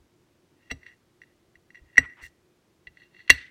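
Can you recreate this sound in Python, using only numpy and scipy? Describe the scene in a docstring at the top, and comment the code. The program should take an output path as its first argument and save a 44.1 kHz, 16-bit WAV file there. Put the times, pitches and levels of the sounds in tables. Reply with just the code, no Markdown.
"""A kitchen knife cuts a chili on a porcelain plate that stands on a table in a small kitchen.
Three times the blade breaks through and hits the plate: decaying sines ring for blade and glaze, the table thuds.
In between the tip ticks and scrapes (grains of friction convolved with a touch), and the chili rasps as
band-passed grains. At MOVE_S the knife moves from the chili's tip to the plate's middle.
Noise gives the room tone and reverberation; the close microphone overloads on the two hardest hits."""
import sys
import numpy as np
from scipy import signal
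from scipy.fft import rfft, irfft
from scipy.io import wavfile

SR = 44100
rng = np.random.default_rng(int(sys.argv[2]) if len(sys.argv) > 2 else 0)


def dump_mix(stems):
    """Bounce the given channels to the path in sys.argv[1] as a 16-bit WAV at rate SR."""
    frames = np.atleast_2d(stems).T  # one column per channel
    limited = np.clip(frames, -1, 1)  # hard clip at full scale
    pcm = np.round(limited * 32767).astype(np.int16)
    wavfile.write(sys.argv[1], SR, pcm)


N = 154350
T = np.arange(SR // 2) / SR  # half a second for every ring and tail

# spectrum of the steady air, only its shape counts: pitch_hz [Hz], density_db [dB per Hz]
AIR_SPECTRUM = [(15, -42.5), (25, -11.5), (48, -11.5), (86, -4.5), (126, -3), (260, -7), (359, 0),
                (389, -7), (421, -8.5), (762, -17), (945, -17.5), (1800, -21), (5730, -27), (15500, -37)]
AIR_DB, HUM_DB = -66, -80
HUM_HZ, HUM_WIDTH_HZ = 357.2, 8

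# kitchen reverberation: pitch_hz [Hz], level_db [dB against the direct sound], t60_s [s]
ROOM_REVERB = [(99.5, -23, .35), (400, -13.5, .35), (1000, -17.5, 0.17), (1980, -27.5, 0.5),
               (4000, -24, 0.16), (8000, -21.5, 0.32), (15000, -18.5, 0.11)]
ROOM_DELAY_S, EARLY_DB, EARLY_T60_S = 0.006, -2.5, 0.03  # EARLY_DB is against the late tail

# the table's boom: pitch_hz [Hz], level_db [dB], t60_s [s]
TABLE_MODES = [(56.3, -2.5, .16), (74, 3, 0.15), (110, -1, .13), (145, -5.5, 0.18)]
# the plate's low knock: pitch_hz [Hz], level_db [dB], t60_s [s]
KNOCK_MODES = [(265, 1.5, .09), (454, 4, .028), (530, -4, .025), (680, 0, .032), (1214, 0.5, 0.014),
               (1380, -2, .02)]
# the hand's weight goes through the plate into the table:
# start_s [s], boom_db [dB], boom_edge_hz [Hz], knock_db [dB]
TABLE_THUDS = [(0.0, -52, 70.6, -78), (0.7148, -34, 198, -34), (1.562, -60, 72, -75),
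               (1.813, -40.5, 51, -77), (1.9815, -28.5, 405, -26.5), (2.225, -41.5, 69.4, -58.5),
               (2.873, -50, 90.3, -61.5), (3.302, -24, 90, -29)]
THUD_RISE_CYCLES = 0.61

# skin and flesh of the chili rasp along the blade:
# start_s [s], length_s [s], level_db [dB], low_edge_hz [Hz], high_edge_hz [Hz]
CHILI_RASPS = [(0.702, .02, -48, 500, 1900), (0.702, .026, -66, 9500, 16000), (0.845, .06, -67, 1100, 3500),
               (1.97, .12, -53, 1000, 2500), (2.155, .085, -59, 700, 2600), (2.2, .1, -65, 3500, 8500),
               (2.212, .065, -67, 8000, 15500), (3.273, .026, -59, 1200, 3500),
               (3.28, .23, -56, 1500, 4000)]
RASP_GRAINS_PER_S = 3000

# the plate's ringing modes:
# pitch_hz [Hz], tip_db [dB, touched at the chili's tip], middle_db [dB, touched near the middle], t60_s [s]
PLATE_MODES = [(1760, -13, -11.5, 0.041), (2165, -12.5, -14, 0.046), (2565, -22, -14.5, .03),
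               (2763.4, -2.5, -3.5, 0.048), (3344, -12.5, -9.5, 0.031), (3677, -22.5, -16, .035),
               (3934, -16, -14, 0.06), (4170, -23, -9.5, .025), (4362, -12, -7.5, .035),
               (4750, -24, -24, .05), (5800, -9.5, -20.5, .055), (6103, -20, -17, .035),
               (7760, -18, -29, .05), (8040, -18, -26, 0.037), (9950, -27, -29, .035),
               (10720, -26.5, -30, .035), (11880, -30, -25, .05)]
MOVE_S = 2.5
BLADE_RISE_S, PLATE_RISE_S = 0.00067, 0.00077
CRACK_DB, CRACK_T60_S = -8.5, 0.0083

# the blade lands on the plate:
# start_s [s], level_db [dB], blade_pitch_hz [Hz], blade_t60_s [s], plate_ring_db [dB], contact_edge_hz [Hz]
BLADE_STRIKES = [(0.7086, -26.5, 2110, .03, -6, 2520), (0.7128, -25, 1976, 0.039, 2, 6500),
                 (1.9707, -16, 2072, 0.06, -11.5, 3500), (1.98, 7, 1934, 0.027, -22.5, 12400),
                 (2.8701, -31.5, 1970, 0.038, -2, 2300), (3.2775, -35.5, 1980, 0.026, -1, 3500),
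                 (3.2963, -5, 2065, 0.029, -1.5, 2440), (3.3011, 13.5, 1943, 0.016, -12.5, 12000)]
# the tip slips a little under pressure: start_s [s], level_db [dB]
TIP_TICKS = [(0.8315, -37.5), (0.8648, -30), (0.8755, -40), (0.8895, -49), (0.9255, -46.5), (1.2173, -33.5),
             (1.2355, -40.5), (1.555, -40), (1.7042, -39), (1.7466, -36.5), (1.7545, -35.5), (1.9571, -33),
             (2.2385, -28.5), (2.2659, -55.5), (2.9715, -37), (3.0187, -42.5), (3.1469, -43.5),
             (3.1654, -42), (3.1923, -39.5), (3.2038, -37.5)]
TICK_HZ, TICK_HZ_SPREAD = 1949, 0.01239  # spread as a fraction of the pitch
TICK_T60_S, TICK_PLATE_DB, TICK_EDGE_HZ = 0.019, -16.5, 5000
# the edge drags over the glaze:
# start_s [s], length_s [s], level_db [dB], plate_ring_db [dB], contact_edge_hz [Hz]
EDGE_SCRAPES = [(0.544, 0.25, -70.5, -5.5, 3550), (0.697, 0.019, -36.5, -5.5, 3080),
                (0.787, .18, -59, -9.5, 3980), (1.221, 0.13, -76, -9, 2510), (1.727, 0.079, -58, -9, 3280),
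                (1.782, 0.48, -66, -7, 2500), (2.067, .08, -55, -15.5, 2500),
                (2.202, 0.086, -50, -10.5, 7105), (2.923, .17, -63.5, -4, 3940),
                (3.091, 0.21, -62.5, -4.5, 4400)]
SCRAPE_HZ, SCRAPE_T60_S, SCRAPE_GRAINS_PER_S = 1927, 0.026, 2400
GRAIN_SPREAD_DB, CLUMPS_PER_S, CLUMP_DB = 4.5, 110, 2.6

OVERLOAD = 1.0  # ceiling of the flattened peaks, full scale
TREBLE_STOP_HZ = 17000


def from_db(db):
    """Decibels to gain."""
    return 10 ** (np.asarray(db) / 20)


def rms_one(x):
    """Scale to unit rms."""
    return x / np.sqrt(np.mean(x ** 2) + 1e-20)


def at_level(x, length_s, db):
    """Give a stroke its rms level, its energy averaged over length_s."""
    mean_square = np.sum(x ** 2) / (length_s * SR)
    return from_db(db) * x / np.sqrt(mean_square + 1e-20)


def add(out, start_s, x):
    """Mix x into out from start_s on."""
    i = max(int(start_s * SR), 0)
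    out[i:i + len(x)] += x[:N - i]


def fade(t60):
    """Exponential decay that loses 60 dB in t60 seconds."""
    return np.exp(-np.log(1000) * T / t60)


def mode(hz, t60, rise_s):
    """A resonance that swells quickly and dies away."""
    swell = 1 - np.exp(-T / rise_s)
    return np.sin(2 * np.pi * hz * T) * fade(t60) * swell


def soften(x, edge_hz):
    """A softer contact carries less treble."""
    low_pass = signal.butter(2, min(edge_hz, 0.45 * SR), fs=SR, output="sos")
    return signal.sosfilt(low_pass, x + 1e-18)


def band(x, low_hz, high_hz):
    """Keep the band between two edges."""
    band_pass = signal.butter(3, [low_hz, min(high_hz, 0.48 * SR)], "band", fs=SR, output="sos")
    return signal.sosfilt(band_pass, x)


def at_hz(points, hz, axis=1):
    """Read a column of a table on a log-frequency axis."""
    points = np.array(points)
    return np.interp(np.log(hz + 1e-9), np.log(points[:, 0]), points[:, axis])


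def room_tone():
    """Steady air as shaped noise, with the faint hum of an appliance as a narrow band of noise."""
    hz = np.arange(N // 2 + 1) * SR / N
    air_bins, hum_bins = rfft(rng.standard_normal((2, N)))
    air = irfft(air_bins * from_db(at_hz(AIR_SPECTRUM, hz)), N)
    hum = irfft(hum_bins / (1 + ((hz - HUM_HZ) / HUM_WIDTH_HZ) ** 2), N)
    return from_db(AIR_DB) * rms_one(air) + from_db(HUM_DB) * rms_one(hum)


def kitchen(direct):
    """Dense early reflections and a tail that dies at its own pace in each octave."""
    response = 0
    edges_hz = 40 * 2.0 ** np.arange(10)
    early = fade(EARLY_T60_S)
    early = from_db(EARLY_DB) * early / np.linalg.norm(early)
    for low_hz, high_hz in zip(edges_hz, edges_hz[1:]):
        centre_hz = np.sqrt(low_hz * high_hz)
        late = fade(at_hz(ROOM_REVERB, centre_hz, axis=2))
        shape = late / np.linalg.norm(late) + early
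        octave_noise = band(rng.standard_normal(len(T)), low_hz, high_hz)
        response = response + from_db(at_hz(ROOM_REVERB, centre_hz)) * octave_noise * shape
    out = np.zeros(N)
    add(out, ROOM_DELAY_S, signal.fftconvolve(direct, response))
    return out


def thud_body(modes):
    """Sum the modes of a heavy body; low ones swell more slowly."""
    return sum(from_db(db) * mode(hz, t60, THUD_RISE_CYCLES / hz) for hz, db, t60 in modes)


def table():
    """Each push makes the table boom; a sudden one also knocks the plate against it."""
    out = np.zeros(N)
    boom = thud_body(TABLE_MODES)
    knock = thud_body(KNOCK_MODES)
    for start_s, boom_db, edge_hz, knock_db in TABLE_THUDS:
        thud = from_db(boom_db) * soften(boom, edge_hz) + from_db(knock_db) * knock
        add(out, start_s, thud)
    return out


def friction(length_s, grains_per_s, taper=1.4):
    """Tiny slips of uneven size that come in clumps, swelling and fading over one stroke."""
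    n = int(length_s * SR)
    chance, size, sign = rng.random((3, len(T)))[:, :n]
    clumps = rng.standard_normal(size=200)
    clumps = np.interp(T[:n] * CLUMPS_PER_S, np.arange(len(clumps)), clumps)
    grain_db = GRAIN_SPREAD_DB * np.minimum(-np.log(size + 1e-9), 3)  # few large, many small
    slips = from_db(grain_db + CLUMP_DB * clumps) * np.sign(sign - 0.5)
    grains = (chance < grains_per_s / SR) * slips + 1e-9
    return grains * np.sin(np.pi * np.arange(n) / n) ** taper


def chili():
    """Fine crackle as the blade passes through skin and flesh."""
    out = np.zeros(N)
    for start_s, length_s, db, low_hz, high_hz in CHILI_RASPS:
        grains = np.pad(friction(length_s, RASP_GRAINS_PER_S), (0, SR // 50))  # room for the filter to ring out
        add(out, start_s, at_level(band(grains, low_hz, high_hz), length_s, db))
    return out


def contact(start_s, blade_hz, blade_t60, plate_db, edge_hz):
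    """One touch of steel on porcelain: the blade's damped note, the plate's modes there and a short crack."""
    plate = 0
    for k, (hz, tip_db, middle_db, t60) in enumerate(PLATE_MODES):
        db = tip_db if start_s < MOVE_S else middle_db
        plate = plate + (-1) ** k * from_db(db) * mode(hz, t60, PLATE_RISE_S)  # alternating polarity
    crack_noise = band(rng.standard_normal(len(T)), 1000, 13000)
    crack = from_db(CRACK_DB) * crack_noise * fade(CRACK_T60_S)
    blade = mode(blade_hz, blade_t60, BLADE_RISE_S)
    return blade + from_db(plate_db) * soften(plate + crack, edge_hz)


def knife():
    """Hits and ticks are single contacts of blade and plate; a scrape is friction exciting a contact's ring."""
    out = np.zeros(N)
    for start_s, db, hz, t60, plate_db, edge_hz in BLADE_STRIKES:
        add(out, start_s, from_db(db) * contact(start_s, hz, t60, plate_db, edge_hz))
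    for start_s, db in TIP_TICKS:
        hz = TICK_HZ * (1 + TICK_HZ_SPREAD * rng.standard_normal())
        tick = contact(start_s, hz, TICK_T60_S, TICK_PLATE_DB, TICK_EDGE_HZ)
        add(out, start_s, from_db(db) * tick)
    for start_s, length_s, db, plate_db, edge_hz in EDGE_SCRAPES:
        ring = contact(start_s, SCRAPE_HZ, SCRAPE_T60_S, plate_db, edge_hz)
        drag = signal.fftconvolve(friction(length_s, SCRAPE_GRAINS_PER_S), ring)
        add(out, start_s, at_level(drag, length_s, db))
    return out


def scene():
    """Knife, chili and table in the kitchen."""
    direct = table() + chili() + knife()
    return (room_tone() + kitchen(direct) + direct)[None]


def record(dry, knee_order=4):
    """The microphone rounds the hardest peaks off below OVERLOAD, and the top treble is cut."""
    flattened = dry / (1 + np.abs(dry / OVERLOAD) ** knee_order) ** (1 / knee_order)
    treble_cut = signal.cheby2(12, 60, TREBLE_STOP_HZ, fs=SR, output="sos")
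    return signal.sosfilt(treble_cut, flattened)


dry = scene()
out = record(dry)
dump_mix(out)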